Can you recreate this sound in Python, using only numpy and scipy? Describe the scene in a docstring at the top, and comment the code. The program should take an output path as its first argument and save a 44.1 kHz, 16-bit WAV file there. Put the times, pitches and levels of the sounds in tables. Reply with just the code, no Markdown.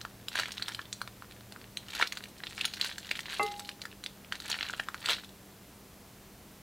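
"""Squeezing a plastic piping bag

A hand squeezes out a thin plastic piping bag over a glass dish of liquid, close to the microphone.
Film snaps, ticks and crinkle are resonant pops with bright cracks; the grip sets how often and how loudly.
The dish is knocked once: decaying sines ring, filtered noise thuds and a low sine gloops.
Then the bag is drawn away, leaving a quiet room of shaped noise, a faint wavering hum and a thin whine."""
import sys
import numpy as np
from scipy import signal
from scipy.fft import rfft, irfft
from scipy.io import wavfile
from scipy.ndimage import uniform_filter1d

SR = 44100
rng = np.random.default_rng(int(sys.argv[2]) if len(sys.argv) > 2 else 0)


def dump_mix(stems):
    """Bounce the given channels to the path in sys.argv[1] as a 16-bit WAV at rate SR."""
    frames = np.atleast_2d(stems).T  # one column per channel
    limited = np.clip(frames, -1, 1)  # hard clip at full scale
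    pcm = np.round(limited * 32767).astype(np.int16)
    wavfile.write(sys.argv[1], SR, pcm)


N = 291929  # length in samples

# loudest creases that buckle: start_s [s], level_db [relative dB], pitch_hz [Hz],
# crispness_db [dB, crack against resonance]
LOUD_SNAPS = [(0.0135, -15.5, 3920, -7), (0.0503, -11.5, 1330, -20), (0.2838, -9, 2110, 5),
              (0.3546, -4.5, 1546, -17), (0.388, -4, 1720, -11), (0.3971, -3.5, 1430, -6.5),
              (0.4334, -8, 1986, -22), (0.457, -10.5, 2370, -25), (0.5196, -14, 1600, 8),
              (0.5798, -11, 3200, -28), (0.5972, -18, 1500, -10), (0.6236, -4.5, 4250, -6.5),
              (0.6825, -7.5, 1920, -6), (0.7471, -9.5, 2840, -5.5), (0.7918, -10, 1660, -32),
              (0.928, -9.5, 5470, -14), (1.0157, -7, 1440, -11.5), (1.076, -16.5, 1360, -16),
              (1.2224, -18.5, 1400, -16), (1.5228, -20, 1580, -11), (1.5616, -20, 1380, -26),
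              (1.7712, -8.5, 2460, 1), (1.9502, -11, 1440, 5), (1.991, -15, 1940, 0), (1.999, -8, 875, -24),
              (2.0129, -1, 1480, -21), (2.0241, 4.5, 1900, -27), (2.028, -4, 1940, -26),
              (2.0725, -12, 1670, 20), (2.123, -8.5, 2400, -2), (2.1716, -11.5, 1640, -11),
              (2.2387, -16, 1670, 1), (2.4365, -12, 2200, -23), (2.4688, -12, 3100, -30),
              (2.579, -13, 2730, -26), (2.6109, -2.5, 3070, -14), (2.6447, -7.5, 2554, -28),
              (2.6529, -0.5, 1500, 5), (2.737, -10.5, 2870, -10), (2.8122, -0.5, 2830, -6),
              (2.845, -8, 1970, -9), (2.8708, -15, 1730, 3), (2.9817, -12.5, 1790, -0.5),
              (3.1126, -1.5, 2540, -15), (3.1537, -14, 2430, -28), (3.1916, -9, 2230, -10),
              (3.205, -15.5, 1940, 6), (3.429, -11, 9900, -10), (3.4638, -14.5, 3200, 0),
              (3.5949, -12, 1100, 6), (3.691, -10.5, 3260, -14), (3.8174, -11.5, 4320, -10),
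              (3.854, -12.5, 1670, -12), (4.0388, -13, 1600, 8), (4.062, -8, 3580, -16),
              (4.323, -5, 1900, -16.5), (4.4018, -15, 1610, 6), (4.499, -8.5, 1030, -0.5),
              (4.515, -7, 3680, -12), (4.5278, -6.5, 3120, -26), (4.542, -9, 2290, -23),
              (4.5884, -11.5, 2480, -30), (4.609, -6, 2000, -30), (4.628, -5.5, 2750, -24),
              (4.697, -10, 1526, -33), (4.7359, -9, 1514, -31), (4.7973, -3, 1790, -25),
              (4.886, -7.5, 1380, -15.5), (4.9444, -10, 1500, -11.5), (5.0588, -5.5, 2350, -5),
              (5.087, -3.5, 1480, -12), (5.0953, 0, 3380, -11), (5.104, -1.5, 3270, -7),
              (5.1179, -4.5, 3300, -15), (5.1319, -4, 3305, -15)]
# colour shared by every sound of the film: frequency_hz [Hz], gain_db [dB]
FILM_COLOUR = [(100, -9), (350, -4.5), (750, 2), (1150, -1.5), (1600, 2), (2200, -2), (3400, 1.5),
               (4200, 3.5), (5200, -4.5), (6800, -7), (10000, -12), (15000, -20.5)]
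# modes of the filled glass dish: pitch_hz [Hz], level_db [relative dB], t60_s [s]
DISH_MODES = [(378, -18, 0.67), (606, -2, 0.088), (820, -1, 0.69), (1133, 1.5, 0.14), (1252, -1, 0.23),
              (1690, -22, 0.29), (2067, 0.5, 0.28), (2693, -4, 0.13)]
KNOCK_S = 3.3962
# hum of steady level: pitch_hz [Hz], level_db [dB rms]
HUM_TONES = [(198, -62), (99, -72), (118.6, -70.5), (300.6, -75), (392, -75)]
# level of a low drone that dies away: time_s [s], level_db [dB rms]
DRONE_LEVEL = [(0, -63), (.9, -60.5), (1.7, -62), (2.0, -72), (3.0, -84), (6.6, -88)]
# thin electrical whine: pitch_hz [Hz], level_db [dB rms]
WHINE_TONES = [(5857, -83), (8786, -101), (14041, -100), (14814, -82), (14873, -79)]
# spectrum of still air and microphone hiss: frequency_hz [Hz], density_db [relative dB per Hz]
AIR_SPECTRUM = [(12, -41), (20, -14), (53, -6), (172, -7), (204, -7), (228, -8), (293, -8.5), (367, -10.5),
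                (849, -16.5), (1260, -19.5), (9670, -27), (14300, -26), (16000, -31)]
AIR_RMS_DB = -54
# reverberation of the room: frequency_hz [Hz], t60_s [s]
ROOM_DECAY = [(300, 0.21), (1500, 0.15), (4000, 0.26), (8000, 0.3), (14000, 0.11)]
EDGE_HZ = 15900  # top of the recorder's band
# squeezes of the hand: tightest_s [s], level_db [relative dB of crinkle], tighten_s [s], relax_s [s],
# tautness_db [spectral tilt of the film, dB per octave]
HAND_SQUEEZES = [(0.375, -34, .06, 0.18, -1), (0.60, -50, .2, .1, -5), (0.69, -46, .1, .22, -3),
                 (2.023, -35.5, .18, .06, 2), (2.16, -49, .14, 0.24, -3), (2.50, -51, .35, .2, 1),
                 (2.63, -43.5, 0.19, .28, 5), (2.86, -40, .22, .13, 6), (3.13, -47.5, 0.29, .27, 5),
                 (3.32, -41, 0.15, .31, 7.5), (3.67, -54, 0.22, .14, 10), (4.33, -43, .012, 0.13, -14),
                 (4.512, -40, 0.16, 0.17, 0), (4.66, -41.5, .17, .19, -5.5), (5.11, -33, .11, .1, -0.5),
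                 (5.24, -48.5, .04, 0.022, -5)]
GRIP_RANGE_DB = 22  # rise over each tighten time, fall over each relax time
HELD_DB, HELD_TAUT_DB = -66, -10.5  # bag merely held: relative crinkle level, tilt per octave
GONE_S, LEAVE_DB_PER_S = 5.22, 500  # the bag is drawn away


def amp(db):
    """Decibels to gain."""
    return 10 ** (np.asarray(db) / 20)


def unit(x):
    """Scales to energy 1."""
    return x / np.sqrt(np.sum(x ** 2) + 1e-20)


def read(points, hz):
    """Reads a table on a log-frequency axis."""
    f, value = np.transpose(points)
    return np.interp(np.log(hz + 1), np.log(f + 1), value)


def curve(rows):
    """Reads a table of (s, value) at every sample."""
    return np.interp(np.arange(N) / SR, *np.transpose(rows))


def add(mix, s, sound):
    """Mixes a sound in at time s."""
    part = mix[max(round(s * SR), 0):][:len(sound)]
    part += sound[:len(part)]


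def background(drone_hz=114, waver_hz=0.83):
    """Still air is shaped noise; hum, drone and whine are sines whose pitch wavers slightly."""
    air_gain = amp(read(AIR_SPECTRUM, np.fft.rfftfreq(N, 1 / SR)))
    air = irfft(rfft(rng.standard_normal(N)) * air_gain, N)
    out = amp(AIR_RMS_DB) * unit(air) * np.sqrt(N)
    for hz, db in HUM_TONES + WHINE_TONES + [(drone_hz, curve(DRONE_LEVEL))]:
        drift = np.interp(np.arange(N), np.linspace(0, N, 40), rng.standard_normal(40))
        phase = 2 * np.pi * np.cumsum(hz + waver_hz * drift) / SR
        out += np.sqrt(2) * amp(db) * np.sin(phase)
    return out


def grip():
    """Each squeeze swells and sinks in straight dB lines; the strongest sets level and tautness."""
    t = np.arange(N) / SR
    levels = [HELD_DB - LEAVE_DB_PER_S * np.clip(t - GONE_S, 0, .1)]
    for s, db, tighten_s, relax_s, _ in HAND_SQUEEZES:
        levels.append(db - GRIP_RANGE_DB * np.maximum((s - t) / tighten_s, (t - s) / relax_s))
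    tautness = np.array([HELD_TAUT_DB] + [row[-1] for row in HAND_SQUEEZES])
    strongest = np.argmax(levels, axis=0)
    return np.max(levels, axis=0), uniform_filter1d(tautness[strongest], size=1024)


def causal(gain):
    """The sharpest click that has this spectrum (minimum phase)."""
    log_gain = np.log(np.maximum(np.r_[gain, gain[-2:0:-1]], 1e-5))
    return np.fft.ifft(np.exp(np.conj(signal.hilbert(log_gain)))).real


def patch(hz, crisp_db, q=2.46, crack_hz=3000, top=2.1, size=1024):
    """One patch of film pops: a damped resonance plus the bright crack of its crease."""
    f = np.fft.rfftfreq(size, 1 / SR) + 1
    ring = 1 / (1 + q ** 2 * (f / hz - hz / f) ** 2)
    ring /= 1 + (f / (top * hz)) ** 4  # the resonance dulls well above its pitch
    crack = amp(crisp_db) ** 2 / (1 + (crack_hz / f) ** 4)
    return causal(np.sqrt(ring + crack) * amp(read(FILM_COLOUR, f)))


def folds(x, split_hz=4900, scatter_s=0.0044, size=700):
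    """The hand shades the treble, which escapes only by scattering among folds, anew each call."""
    x = np.pad(x, (0, size))
    low = signal.sosfilt(signal.butter(4, split_hz, fs=SR, output="sos"), x)
    high = signal.sosfilt(signal.butter(4, split_hz, "high", fs=SR, output="sos"), x)
    scatter = unit(rng.standard_normal(size) * np.exp(-np.arange(size) / SR / scatter_s))
    return low + signal.fftconvolve(high, scatter)[:len(x)]


def crinkle(effort_db, taut_db, level_db=-1, per_s=450, spread_db=4.5, low_hz=1350, high_hz=4400,
            crisp_db=-15, crisp_spread_db=7, q=1.65, crowding=.6, count=20):
    """Countless small creases give way, more often when the bag is worked hard, higher when taut."""
    effort, out = amp(effort_db), np.zeros(N)
    rate = per_s * (effort / effort.mean()) ** crowding
    pitches = np.geomspace(low_hz, high_hz, count)
    octaves = np.log2(pitches / np.median(pitches))
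    shares = amp(octaves[:, None] * taut_db)
    shares /= np.sqrt(np.mean(shares ** 2, axis=0))
    # some creases are dull and some crisp
    crispness = crisp_db + crisp_spread_db * rng.permutation(np.linspace(-1, 1, count))
    for hz, share, crisp in zip(pitches, shares, crispness):
        sizes = amp(spread_db * np.minimum(rng.exponential(1, N), 4))
        signs = rng.choice([-1, 1], N)
        gives_way = rng.random(N) < rate / count / SR
        clicks = unit(sizes) * np.sqrt(N) * signs * gives_way
        # dividing by the root of the rate lets effort alone set the loudness
        drive = clicks * share * effort * np.sqrt(SR / rate)
        out += signal.oaconvolve(drive, folds(unit(patch(hz, crisp, q))))[:N]
    return amp(level_db) * out


def ticks(effort_db, level_db=-21, per_s=40, spread_db=3, low_hz=5500, high_hz=11000,
          follow=0.6, slack_db=-62, crisp_db=-26):
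    """Now and then a tiny stiff crease gives a high tick, even under light pressure."""
    out = np.zeros(N)
    for when, pitch, chance in rng.random((round(per_s * N / SR), 3)):
        at = int(when * N)
        if effort_db[at] > slack_db:  # a slack bag gives no ticks
            size_db = -spread_db * np.log(chance + .04)
            db = level_db + size_db + follow * (effort_db[at] - effort_db.max())
            hz = low_hz * (high_hz / low_hz) ** pitch
            add(out, at / SR, amp(db) * folds(unit(patch(hz, crisp_db))))
    return out


def buckle(hz, crisp_db, strain_db, run_ms=1.65, run_follow=.25, slip_db=-3, slips_per_s=9000, size=600):
    """One pop, then tiny slips while the crease runs on; it runs longer in a tight grip."""
    slips = rng.standard_normal(size) * (rng.random(size) < slips_per_s / SR)
    age_ms = np.arange(size) / SR * 10 ** 3
    age = age_ms / (run_ms * amp(run_follow * strain_db))
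    drive = amp(slip_db) * slips * (1 + age) * np.exp(-age)
    drive[0] = 1  # the pop itself
    return folds(unit(np.convolve(drive, patch(hz, crisp_db))))


def small_snaps(effort_db, level_db=-14, follow=0.36, spread_db=0.5, tries_per_s=110, crowding=.75,
                low_hz=1500, high_hz=3700, crisp_db=-16, crisp_spread_db=16):
    """Lesser creases buckle by chance, more often and louder as the grip tightens."""
    out, strain_db = np.zeros(N), effort_db - effort_db.max()
    for when, chance, strength, pitch, edge in rng.random((round(tries_per_s * N / SR), 5)):
        strain = strain_db[int(when * N)]
        if chance < amp(crowding * strain):
            db = level_db + follow * strain + spread_db * (2 * strength - 1)
            hz = low_hz * (high_hz / low_hz) ** pitch
            crisp = crisp_db + crisp_spread_db * (2 * edge - 1)
            add(out, when * N / SR, amp(db) * buckle(hz, crisp, strain))
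    return out


def snaps(effort_db, lead_db=-24, lead_s=.006, body_db=-13, body_hz=540, body_follow=1.2,
          body_crisp_db=-30, body_q=1.2):
    """Loud buckles: a faint slip runs ahead, and the whole bag flexes with a low pop, more in a tight grip."""
    out, strain_db = np.zeros(N), effort_db - effort_db.max()
    for s, db, hz, crisp_db in LOUD_SNAPS:
        strain = strain_db[round(s * SR)]
        slip_s = s - lead_s * (.5 + rng.random())
        add(out, slip_s, amp(db + lead_db) * buckle(hz, crisp_db, strain))
        add(out, s, amp(db) * buckle(hz, crisp_db, strain))
        body = unit(patch(body_hz, body_crisp_db, body_q))
        add(out, s, amp(db + body_db + body_follow * strain) * body)
    return out


def echoes(near_db=-11, near_s=0.0081, tail_db=-15.5, taps_per_s=4000):
    """Quick echoes from hand, dish and table, then the short tail of a small room."""
    t = np.arange(SR // 2) / SR
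    signs = rng.choice([-1, 1], (2, len(t)))
    near, far = signs * (rng.random((2, len(t))) < taps_per_s / SR)
    near = unit(near * np.exp(-t / near_s) * (t > .0015))
    # each frequency of the tail dies away at its own pace
    hz, when, z = signal.stft(far * (t > .008), SR, nperseg=256)
    decay = amp(-60 * when / read(ROOM_DECAY, hz)[:, None])
    tail = signal.istft(z * decay, SR, nperseg=256)[1][:len(t)]
    return amp(near_db) * near + amp(tail_db) * unit(tail)


def room(x, count=5, changes_per_s=8):
    """The hand keeps moving, so one pattern of echoes fades into the next, cycling through a few."""
    place, out = np.arange(N) / SR * changes_per_s, x.copy()
    for k in range(count):
        away = abs((place - k) % count - count / 2)
        fade = np.cos(np.pi / 2 * np.minimum(away, 1))
        out += signal.oaconvolve(x * fade, echoes())[:N]
    return out


def dish(ring_db=-28, thud_db=-7, thud_hz=900, thud_t60=0.12, gloop_db=-32, gloop_hz=427,
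         gloop_s=3.441, gloop_width=0.024):
    """A soft knock rings the glass and thuds into the table; a short low gloop swells just after."""
    t, out = np.arange(SR) / SR, np.zeros(N)
    ring = np.zeros(SR)
    for hz, db, t60 in DISH_MODES:
        ring += amp(db - 60 * t / t60) * np.sin(2 * np.pi * hz * t) * rng.choice([-1, 1])
    thud_band = signal.butter(2, [90, thud_hz], "band", fs=SR, output="sos")
    thud = signal.sosfilt(thud_band, rng.standard_normal(SR))
    thud *= amp(-60 * t / thud_t60)
    swell = np.exp(-((t + KNOCK_S - gloop_s) / gloop_width) ** 2)
    gloop = np.sin(2 * np.pi * gloop_hz * t) * swell
    add(out, KNOCK_S, amp(ring_db) * ring + amp(thud_db) * unit(thud) + amp(gloop_db) * gloop)
    return out


def scene(hiss_db=-70):
    """Bag, dish and room sit in the centre; only a trace of hiss differs between the ears."""
    effort_db, taut_db = grip()
    bag = snaps(effort_db) + crinkle(effort_db, taut_db) + ticks(effort_db) + small_snaps(effort_db)
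    middle = room(bag) + dish() + background()
    hiss_filter = signal.butter(2, 220, "high", fs=SR, output="sos")
    side = amp(hiss_db) * signal.sosfilt(hiss_filter, rng.standard_normal(N))
    return np.array([middle + side, middle - side])


def record(dry):
    """The recorder's band limit: a steep low-pass."""
    low_pass = signal.firwin(511, EDGE_HZ, window=("kaiser", 9), fs=SR)
    return signal.oaconvolve(dry, low_pass[None], "same")


dry = scene()
out = record(dry)
dump_mix(out)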